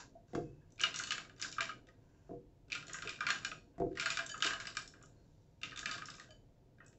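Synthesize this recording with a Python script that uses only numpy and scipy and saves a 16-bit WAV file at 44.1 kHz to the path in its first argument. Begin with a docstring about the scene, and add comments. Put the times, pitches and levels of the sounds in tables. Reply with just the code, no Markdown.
"""In a small kitchen, peeled almonds are pushed by hand out of a glass bowl into a plastic blender jar.
They drop in bursts: each landing is a crack of noise, ringing jar tones and a short note, then a rattle.
Rustling is filtered random ticks; glass pings, low bumps and three distant dull thuds are fading tones.
Filtered noise makes a low rumble and the room's echo; a narrow-band microphone hears it all.
"""
import sys
import numpy as np
from scipy import signal
from scipy.fft import rfft, irfft, next_fast_len
from scipy.io import wavfile
from scipy.ndimage import uniform_filter1d, map_coordinates

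SR = 44100
rng = np.random.default_rng(int(sys.argv[2]) if len(sys.argv) > 2 else 0)


def to_wav(sig):
    """Store sig (one row per channel, or 1-D mono) as 16-bit WAV at the path in sys.argv[1].

    Samples outside -1..1 are clipped; the rate is SR.
    """
    pcm = np.clip(np.atleast_2d(sig), -1, 1) * 32767
    pcm = np.round(pcm).astype(np.int16)
    wavfile.write(sys.argv[1], SR, pcm.T)  # frames by channels


N = 308061


def amp(db):
    """Turn a level in dB into a gain."""
    return 10 ** (np.asarray(db) / 20)


def unit(x):
    """Scale x to an average strength (rms) of 1."""
    return x / np.sqrt(np.mean(x ** 2) + 1e-20)


def leveled(wave, seconds):
    """Scale a wave so that its first moments have rms 1."""
    return wave / np.sqrt(np.mean(wave[:int(seconds * SR)] ** 2))


def along(points, hz):
    """Read a curve of (f/Hz, value) points, with pitch on a log axis."""
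    f, value = np.transpose(points)
    return np.interp(np.log(hz + 1), np.log(f + 1), value)


def filtered(x, response):
    """Multiply the spectrum of x by a response that depends on frequency."""
    size = next_fast_len(N + SR // 2)
    spectrum = rfft(x, size) * response(np.fft.rfftfreq(size, 1 / SR))
    return irfft(spectrum, size)[..., :N]


def shaped_noise(points):
    """Make steady noise of rms 1 with the spectrum given by the points."""
    return unit(filtered(rng.standard_normal(N), lambda hz: amp(along(points, hz))))


def band(x, lo_hz, hi_hz):
    """Keep only the sound between two frequencies."""
    return signal.sosfilt(signal.butter(N=3, Wn=[lo_hz, hi_hz], btype="band", fs=SR, output="sos"), x)


def resonant(x, modes, share):
    """Let a share of x ring in an object's own tones; slow fading means a sharp peak."""
    damping = 3 * np.log(10) / np.pi  # peak width in Hz times t60

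    def peaks(hz):
        total = 0
        for centre, db, t60 in modes:
            loss = 1j * hz * damping / t60
            total = total + amp(db) * loss / (centre * centre - hz * hz + loss)
        return total

    return unit(x + share * unit(filtered(x, peaks)))


def ring(modes, spread_db, attack, flutter_hz):
    """One blow: every tone starts at a new strength; close neighbours make its phase wander."""
    hz, db, t60 = np.transpose(modes)[:, :, None]
    t = np.arange(int(SR * min(t60.max(), .45))) / SR
    steps = rng.standard_normal((len(hz), len(t)))
    wander = uniform_filter1d(np.cumsum(steps, axis=1), size=400, axis=1)
    wander = wander * np.sqrt(2 * np.pi * flutter_hz / SR)
    luck, start_phase = rng.standard_normal((2, len(hz), 1))
    strength = amp(db + spread_db * luck - 60 * t / t60)
    waves = strength * np.sin(2 * np.pi * hz * t + 2 * start_phase + wander)
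    return waves.sum(0) * (1 - np.exp(-t / attack))


def add(track, s, wave):
    """Mix a short wave in at time s, cutting it off at the end of the track."""
    part = track[..., round(s * SR):][..., :wave.shape[-1]]
    part += wave[..., :part.shape[-1]]


def aftermath(events, rise_s, t60, bend):
    """A loudness curve that rises after each (t/s, level/dB) event and dies away; powers add up."""
    t, power = np.arange(SR) / SR, np.zeros(N)
    shape = amp(-120 * (t / t60) ** bend) * (1 - np.exp(-t / rise_s))  # -120 because this is power
    for s, db in events:
        add(power, s, amp(2 * db) * shape)
    return np.sqrt(power)


# The pitch bands that a landing is split into: low edge f/Hz, high edge f/Hz
BAND_EDGES = [(1160, 2000), (2000, 3400), (3400, 5400), (5400, 9000)]


def colour_db(db, note_hz, below_db, above_db):
    """Level of each band of a landing: set at its loudest ring, with a slope to either side."""
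    octaves = np.log2(np.sqrt(np.prod(BAND_EDGES, axis=1)) / note_hz)
    return db + below_db * np.minimum(octaves, 0) - above_db * np.maximum(octaves, 0)


# Spectrum of the room's steady hum and hiss: f/Hz, level/dB (per Hz)
FLOOR_SPECTRUM = [(12, -32.5), (20, -5), (59, -2), (70, -24.5), (86, -2.5), (119, -4.5), (170, -10.5),
                  (197, -26.5), (288, -22), (430, -27), (513, -22.5), (659, -35.5), (937, -24), (1040, -35),
                  (8150, -46), (10600, -85.5), (17900, -120)]
# Spectrum of the middle rumble: f/Hz, level/dB (per Hz)
SHAKE_SPECTRUM = [(60, -36), (110, 0), (160, -1), (280, -4), (500, -8.5), (700, -12), (950, -39),
                  (2000, -120)]
FLOOR_DB, RUMBLE_DB, SHAKEN_DB = -65.5, -72, -64.5
SHAKEN_GROWS, SHAKEN_T60_S = 0.38, 0.35  # power law of the swell, fading time


def floor():
    """Steady hum and hiss, plus a rumble that swells while landings shake jar and counter."""
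    hum_and_hiss = resonant(shaped_noise(FLOOR_SPECTRUM), BOARD_TONES, share=0.17)
    landings = [(0, -49)] + [row[:2] for row in LANDINGS]  # the shaking starts with one extra push at 0 s
    shaking = aftermath(landings, .015, SHAKEN_T60_S, bend=1.1)
    swell = amp(RUMBLE_DB) + amp(SHAKEN_DB) * unit(shaking) ** SHAKEN_GROWS
    # 9 random levels a second, smoothly joined
    waver = map_coordinates(rng.standard_normal(int(N * 9 / SR) + 4), [np.arange(N) * 9 / SR])
    murmur = amp(0.74 * waver) * resonant(shaped_noise(SHAKE_SPECTRUM), BOARD_TONES, share=0.37)
    return amp(FLOOR_DB) * hum_and_hiss + swell * murmur


# Spectrum of nuts rubbing in a heap: f/Hz, level/dB (per Hz)
HEAP_SPECTRUM = [(290, -55), (500, -12), (1030, -2.5), (1210, -13.5), (1650, -11.5), (2200, -14.5),
                 (2880, -14), (3320, -15.5), (6760, -15), (7600, -13), (8150, -49.5), (10600, -75.5),
                 (17900, -120)]


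def patter():
    """Many small ticks at random moments over a fine rustle excite the heap and the jar."""
    t = np.arange(800) / SR
    ticks = (rng.random(N) < 700 / SR) * amp(3.5 * rng.standard_normal(N))  # about 700 a second
    smear = amp(-60 * t / .012) * rng.standard_normal(800)  # each tick is a tiny burst of noise
    ticks = unit(signal.fftconvolve(ticks, smear)[:N]) + rng.standard_normal(N)
    body = unit(filtered(ticks, lambda hz: amp(along(HEAP_SPECTRUM, hz))))
    return resonant(body, JAR_TONES, share=.55)


# Fingers and nuts rustling in the bowl: t/s, level/dB of the dull part, bright part level/dB against it
RUSTLING = [(0, -53.5, 0), (.05, -64.5, 0.5), (.12, -89, 5.5), (.25, -100, 3), (.3, -75, 0),
            (.6, -87, -3.5), (1.9, -97, 2.5), (2.05, -81, -5), (2.3, -81, -2), (2.45, -101, 0),
            (3.7, -99, 7.5), (3.76, -79, -19), (3.9, -90.5, 6), (5.2, -84, 0), (5.4, -92, 6.5),
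            (5.55, -100, 9.5), (6.75, -100, 3), (6.84, -83.5, -20), (6.99, -98.5, -16)]


def rustle(body):
    """Fingers and nuts rub in the bowl: a dull and a bright part of the patter follow drawn levels."""
    t = np.arange(N) / SR
    dull, bright = unit(band(body, 790, 4000)), unit(band(body, 3200, 7100))
    s, db, bright_db = np.transpose(RUSTLING)
    brightness = amp(np.interp(t, s, bright_db))
    return amp(np.interp(t, s, db)) * (dull + brightness * bright)


# Lone faint rings of a single tone: t/s, f/Hz, typical level/dB, t60/s (time to fade by 60 dB)
FAINT_RINGS = [(.152, 684, -50, 0.081), (.43, 2610, -88, 0.8), (.61, 1630, -72, 0.11),
               (3.57, 4375, -65, 0.22), (5.16, 4290, -80, .3), (6.8, 2920, -80, .6),
               (6.81, 2560, -75, 0.38)]


def tings():
    """Now and then one faint pure tone rings by itself and fades."""
    out = np.zeros(N)
    for s, *tone in FAINT_RINGS:
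        add(out, s, ring([tone], spread_db=6.5, attack=.01, flutter_hz=60))
    return out


# Dull thuds, each a few contacts in a row: t/s, body level/dB, edge level/dB (before a common boost)
THUD_CONTACTS = [(0.333, -47.5, -59.5), (0.35, -40.5, -43.5), (0.376, -42, -73), (0.408, -51.5, -78),
                 (2.292, -52.5, -90), (2.309, -47.5, -87.5), (2.332, -53, -114), (3.781, -51, -64),
                 (3.8, -38.5, -60), (3.817, -37, -79), (3.864, -47, -98.5)]
# What the thuds ring with: f/Hz, level/dB (against each other), t60/s
BOARD_TONES = [(46.6, -9.5, 0.35), (121.6, -2.5, 0.23), (153.4, 2, 0.21), (281.3, 4.5, 0.11),
               (303, -3.5, 0.3), (345.3, 0.5, 0.28), (383.2, 3.5, 0.25), (477, 0.5, 0.26), (508.3, 1, 0.23),
               (688.3, 6, 0.1)]


def thuds():
    """Soft heavy contacts: blurred low tones and a dull puff, with a weak edge on top."""
    out = np.zeros(N)
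    for s, db, edge_db in THUD_CONTACTS:
        tones = ring(BOARD_TONES, spread_db=1.0, attack=.002, flutter_hz=18)
        body = amp(db) * leveled(tones, 0.048)
        t = np.arange(len(body)) / SR
        edge_noise, hiss, puff_noise = rng.standard_normal((3, len(t)))
        puff = amp(db - 5.0 - 60 * t / 0.034) * unit(band(puff_noise, 150, 910))
        edge = band(edge_noise, 820, 2020) + 0.17 * hiss
        add(out, s, body + puff + amp(edge_db + 15.0 - 60 * t / 0.048) * edge)
    return out


# How long the room's echo lasts at each pitch: f/Hz, t60/s
KITCHEN_FADE = [(100, 0.72), (700, 0.18), (2000, 0.22), (8000, 0.36)]


def kitchen(x):
    """Each frequency of the room's answer dies at its own speed; a new tail for every stretch of sound."""
    out, step = np.zeros(N), SR // 4
    for start in range(0, N, step):
        hz, t, z = signal.stft(rng.standard_normal(SR // 2), SR, nperseg=256)
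        fade = amp(-60 * t / along(KITCHEN_FADE, hz)[:, None])
        tail = signal.istft(z * fade, SR, nperseg=256)[1]
        tail = tail * (1 - np.exp(-np.arange(len(tail)) / SR / 0.00089))  # echoes take a moment to build up
        echo = signal.fftconvolve(x[start:start + step], tail / np.linalg.norm(tail))
        add(out, start / SR + .003, echo)  # the answer comes 3 ms late
    return out


# Nuts landing: t/s, level/dB, loudest ring f/Hz, fall below it and fall above it (dB per octave),
# rattle afterwards level/dB (against the landing)
LANDINGS = [(0.704, -81, 6060, 7, -1, -7), (0.721, -70.5, 6050.0, 23, -5.5, -17),
            (0.758, -76.5, 6220, 11, -2, -13), (0.779, -64, 2430, 18, 7, -12),
            (0.788, -59, 2402, 2, 16, -7), (0.7957, -45.7, 2410, 40, 10.5, -11),
            (0.8049, -42.5, 2980, 3, 13.5, -2), (0.8129, -43, 6040, 13, -1.5, -10),
            (0.8354, -28, 2885, 6.5, 15, -10), (0.9414, -47, 2860, 2.5, 4.5, 0),
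            (0.9601, -44, 5800, 7, -0.5, -5), (0.9893, -43, 6520.0, 5.5, -2.5, -11),
            (0.997, -40, 1420, 5, 13, -6), (1.036, -45, 4330, 6, 3, -10), (1.0714, -51, 6850, 1, 3, -3),
            (1.106, -37, 2920, 6, 7.5, -8), (1.119, -36, 1665, 17, 4.5, -10),
            (1.18, -44.5, 1420, 5, 5, -9.0), (1.248, -61, 2270, -1, 8, -18),
            (1.295, -59, 1650, 4.6, 8, -12), (1.363, -78, 5840.0, -3, -10, -5),
            (1.381, -69.0, 1610, 0, 2.5, -3), (1.3965, -64, 5960, -2.2, -2, 4.5),
            (1.4147, -45.5, 5940, 14, -2, -5), (1.424, -40, 4860.0, 5, 10, -8.5),
            (1.446, -43, 1520, 5, 22.5, -11), (1.515, -58, 5930, 9, -7, -8),
            (1.525, -50.5, 5320, 6.5, 11, -5.5), (1.565, -53, 1300, 6.7, 17, -4),
            (1.582, -31.5, 1225, 6.7, 15.5, -5.5), (1.6062, -36.5, 2357, 1.5, 7, -4.5),
            (1.692, -39.5, 1247, 6.7, 11, -18.5), (1.714, -49, 2290, 9, 25, -15),
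            (1.869, -74, 1580.0, 15.5, 1, -7), (1.886, -66.5, 1890, -8, 7.5, -15),
            (2.682, -77, 1460, 8, 3, -3), (2.7, -58.5, 2450, 11, 9.1, 2),
            (2.7189, -39, 2380, 20.5, 8.5, -13), (2.727, -38.5, 2510, 28, 11, -4.5),
            (2.7498, -44.5, 1630.0, 2, 5, -8), (2.825, -53, 1620.0, 9, 7, -13),
            (2.868, -60, 6900, 3.5, 3.1, -9.0), (2.8806, -57.3, 6960, 2.5, 2, -7),
            (2.8947, -53.5, 1950, 2, 8, -0.5), (2.932, -46.5, 6760, 18, -9, -6),
            (2.942, -47.5, 1930, -5.5, 10, -4), (2.985, -49.5, 1930, 6, 9, -21),
            (3.0212, -45, 1570, 2, 5, -5), (3.0731, -42.5, 2515, 6, 12, -4),
            (3.092, -45, 2470.0, 12, 4.5, -10), (3.107, -61, 5860.0, 2, -8.5, -14),
            (3.16, -54, 2500, 15, 11, -10), (3.188, -58.5, 1510, 14, 12, -6),
            (3.2056, -36, 1500, 5, 9.5, -7.5), (3.2328, -46.5, 1380, 6.7, 13.5, -8),
            (3.266, -35, 2330, 2, 10.5, -3), (3.286, -35, 1183, 5, 7, -9.0),
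            (3.3028, -32, 1615, 6.7, 4.5, -12.5), (3.358, -49, 1620, 7, 6, -1.5),
            (3.429, -65.5, 4180, -4, 6.5, -1), (3.4474, -38.5, 1560, 7, 3, -13.5),
            (3.515, -45, 2500, 3.5, 16, -15), (3.566, -77, 1420, 6.7, 16, -12),
            (3.914, -71.5, 1630, 7.4, 10, -6), (3.928, -74, 1690.0, 2, 5, -8),
            (3.953, -62.5, 1860.0, 5, 5.5, 3), (3.972, -43, 1870, 14, 10.0, 0),
            (3.9969, -37.5, 2400, 9, 6.5, -4), (4.01, -46, 1400, 6.7, 1.5, -11),
            (4.024, -42, 1400, 6.7, 10.5, -7.5), (4.0578, -35, 1617, -1, 5, -5.5),
            (4.102, -39, 2440, 6, 3, -3.5), (4.1704, -38, 1480.0, 6.7, 3.7, -14),
            (4.188, -35.5, 1660, 18, 10.5, -6), (4.263, -47.5, 7400, 11, 6.7, -10),
            (4.293, -53, 6860, 3.7, 2, -6), (4.342, -39.5, 1277, 6.7, 16.5, -6.5),
            (4.378, -55, 7140, 14, 6.7, -17), (4.4039, -50, 1246, 8, 3, -7),
            (4.4228, -33.5, 2930, 1.5, 7.5, -3), (4.444, -36.5, 1440, 6, 4, -4),
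            (4.463, -42.5, 1400, 11, 0.7, -3), (4.472, -38.5, 2890, 4, 21.5, -9.0),
            (4.506, -37, 1640, 2, 12, -9.0), (4.5331, -39.5, 1235, 6.7, 6, -6.5),
            (4.6, -50.5, 2280, -4.5, 2.5, -1), (4.653, -47, 1625, 10, 8.5, -6),
            (4.67, -46.5, 4880, 1, 9.5, -9.5), (4.75, -56, 1200, 4, 2.5, -3),
            (4.7687, -37.5, 1214, 3, 3.1, -12), (4.876, -55.5, 5350, 16, -1, -13),
            (4.937, -59, 1580, 3, 14, -5.5), (5.013, -63, 1156, 3, 9.5, -7.5),
            (5.026, -63, 7100, 20, 6.7, -4), (5.034, -56, 1205, 9, 15.5, -21),
            (5.058, -69, 6980, 12, 6.7, -9.0), (5.6145, -60.5, 2710, 3, 6, -9.5),
            (5.632, -40.5, 2750, 9.5, 11, -6.5), (5.695, -54.5, 2820, 20, 14, -10),
            (5.709, -56, 2840, 14.1, 12, -9.5), (5.718, -54.5, 1870.0, -1.5, 11, -10.5),
            (5.727, -53, 1820, 3, 13, -5), (5.76, -52, 3660, 4, 6, -8), (5.774, -50.5, 3530, 1, 3, -4.5),
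            (5.791, -47.5, 6280, 4, 8, -9.0), (5.829, -47.5, 1690, 1.9, 26, -11),
            (5.857, -35.5, 1704, 28, 6, -11.5), (5.892, -47.2, 1700, -12, 7, -7),
            (5.912, -44, 4720, 2.2, 10.3, -4), (5.941, -48, 1740.0, -2, 8, -6),
            (5.98, -46.5, 1140, 6.7, 5.5, -7), (6.02, -45.5, 1610, 11, 11.5, -12),
            (6.056, -54.5, 5300, 9, -3, -5), (6.084, -47, 1205, 6, 8.5, -5.5),
            (6.1014, -48, 5080, 15, 19, -12), (6.14, -61, 5050.0, 1.5, 15, -9.5),
            (6.152, -64, 5180.0, 9, -2, -9.0), (6.1661, -64, 6400, 11, -4, -11.5),
            (6.181, -58, 1150, 6.7, 7, -9.0), (6.197, -57, 1880, -10.5, 2, -5.5),
            (6.306, -70, 4800, 1.5, 4, -12), (6.783, -69.5, 1590.0, 8, 13, -14),
            (6.8026, -58.5, 1880, -5, 29, -7), (6.845, -82, 6800, 1, 7, -7),
            (6.863, -60, 7720.0, 31, 6.7, -14), (6.881, -67, 7100, 22, 6.7, -9.0),
            (6.927, -78.5, 1840, -4, 1, -10)]
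# Jar wall and its air column: f/Hz, level/dB (against each other), t60/s
JAR_TONES = [(662, 4, 0.25), (1244.5, -1.5, 0.09), (1415, -2, 0.064), (1599, 9.5, 0.021),
             (1860, -14, 0.025), (2044, -10.5, 0.025), (2381, -7.5, 0.047), (2636, -8.5, 0.032),
             (2942, -13.5, 0.065), (3665, -7.5, 0.023), (4244, -7.5, 0.022), (4800, -20.5, 0.0093),
             (6370, -11.5, 0.0067), (6880, -3.5, 0.016)]


def clacks():
    """Each landing cracks, rings the jar and sounds one short note of its own; where it lands sets the colour."""
    out = np.zeros(N)
    for s, db, note_hz, *falls_db, _ in LANDINGS:
        jar = amp(-6) * ring(JAR_TONES, spread_db=5.0, attack=0.002, flutter_hz=14)
        t = np.arange(len(jar)) / SR
        crack = amp(3 - 60 * t / .016) * rng.standard_normal(len(t)) * (1 - np.exp(-t / .0012))
        fade = amp(1.0 - 60 * t * note_hz / 48)  # falls 60 dB within 48 cycles
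        note = fade * (1 - np.exp(-t / 0.00064)) * np.sin(2 * np.pi * note_hz * t)
        wave = jar + crack + note
        for level_db, edges in zip(colour_db(db, note_hz, *falls_db), BAND_EDGES):
            add(out, s, amp(level_db) * leveled(band(wave, *edges), 0.013))
    return out


# The rattle in each pitch band, low to high: extra level/dB, t60/s
RATTLE_BANDS = [(0, 0.26), (0, 0.23), (0, 0.26), (0, 0.25)]
SETTLE_RISE_S, SETTLE_BEND = 0.012, 1.29  # it holds at first, then stops ever faster


def settling(body):
    """After each landing the heap rattles on in the landing's colour."""
    levels_db = np.array([colour_db(*row) + rattle_db for s, *row, rattle_db in LANDINGS])
    times = [row[0] for row in LANDINGS]
    out = np.zeros(N)
    for db, (extra_db, t60), edges in zip(levels_db.T, RATTLE_BANDS, BAND_EDGES):
        loudness = aftermath(zip(times, db + extra_db), SETTLE_RISE_S, t60, SETTLE_BEND)
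        out += loudness * unit(band(body, *edges))
    return out


AIR_HZ, AIR_DB, AIR_T60_S = (621, 797), -25, .4  # AIR_DB is against the landing's lowest band


def jar_air(body):
    """The air in the jar hums on under the rattle: a narrow band of the patter."""
    knocks = [(s, colour_db(*row)[0] + AIR_DB) for s, *row, _ in LANDINGS]
    return aftermath(knocks, SETTLE_RISE_S, AIR_T60_S, bend=1.0) * unit(band(body, *AIR_HZ))


# Soft low bumps of nuts on the jar's foot: t/s, level/dB (before a common cut)
FOOT_BUMPS = [(0.804, -46.5), (0.866, -50), (0.999, -68.5), (1.175, -76), (1.43, -75), (1.589, -49),
              (1.873, -55), (2.686, -58.5), (2.878, -48.5), (3.046, -38), (3.288, -49.5), (3.508, -51),
              (4.197, -69), (4.448, -34.5), (4.616, -73), (5.048, -56), (5.782, -55), (5.95, -44)]


def bumps():
    """The weight of landing nuts goes through the base into the counter, as blurred low tones."""
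    out = np.zeros(N)
    for s, db in FOOT_BUMPS:
        tones = ring(BOARD_TONES, spread_db=4.5, attack=0.0087, flutter_hz=45)
        add(out, s, amp(db - 13.5) * leveled(tones, 0.026))
    return out


# Nuts on the glass rim: t/s, level/dB, tilt (dB per octave, around 3000 Hz)
GLASS_TAPS = [(1.298, -82, 7.5), (1.377, -74, 8), (4.297, -47.5, -1), (4.315, -45.5, 3.5), (4.347, -71, 2),
              (6.290, -73, -9), (6.306, -55.5, -1.5)]
# What the glass rings with: f/Hz, level/dB (against the tap), t60/s
GLASS_TONES = [(640, -9.5, 0.16), (1659, -2, 0.11), (3050, 0, 0.12), (4670, -2.5, 0.081), (6794, -4, 0.089)]


def pings():
    """Light taps on the glass ring a few thin tones."""
    out = np.zeros(N)
    for s, db, tilt_db in GLASS_TAPS:
        tones = [(hz, level + db + tilt_db * np.log2(hz / 3000), t60) for hz, level, t60 in GLASS_TONES]
        add(out, s, ring(tones, spread_db=5.1, attack=0.00081, flutter_hz=40))
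    return out


def scene():
    """Nuts close by, thuds deeper in the room, over the rustle and the rumble."""
    nuts, far = clacks() + pings() + tings(), thuds()
    echo = kitchen(amp(-3.5) * nuts + amp(-4) * far)
    body = patter()
    heap = rustle(body) + settling(body) + jar_air(body)
    return (nuts + far + echo + heap + bumps() + floor())[None]


NARROW_HZ, TOP_HZ = 8300, 15700


def record(dry):
    """Little passes above the narrow band, only a faint trace and hiss; nothing above the top limit."""
    # what the distortion adds above the narrow band: f/Hz, level/dB
    spill = [(8800, -51.5), (9600, -37.0), (11300, -30), (12200, -48.0), (15000, -45.0)]
    narrow = filtered(dry, lambda hz: 1 / (1 + (hz / 7900) ** 60) + amp(-33.5) * (hz > NARROW_HZ))
    wide = np.diff(dry, prepend=0) * rng.standard_normal(dry.shape)  # distortion spreads loud clacks upward
    wide = filtered(wide, lambda hz: amp(along(spill, hz)) * (hz > NARROW_HZ))
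    hiss = amp(-94.0) * rng.standard_normal(dry.shape)
    return filtered(narrow + wide + hiss, lambda hz: hz < TOP_HZ)


dry = scene()
out = record(dry)
to_wav(out)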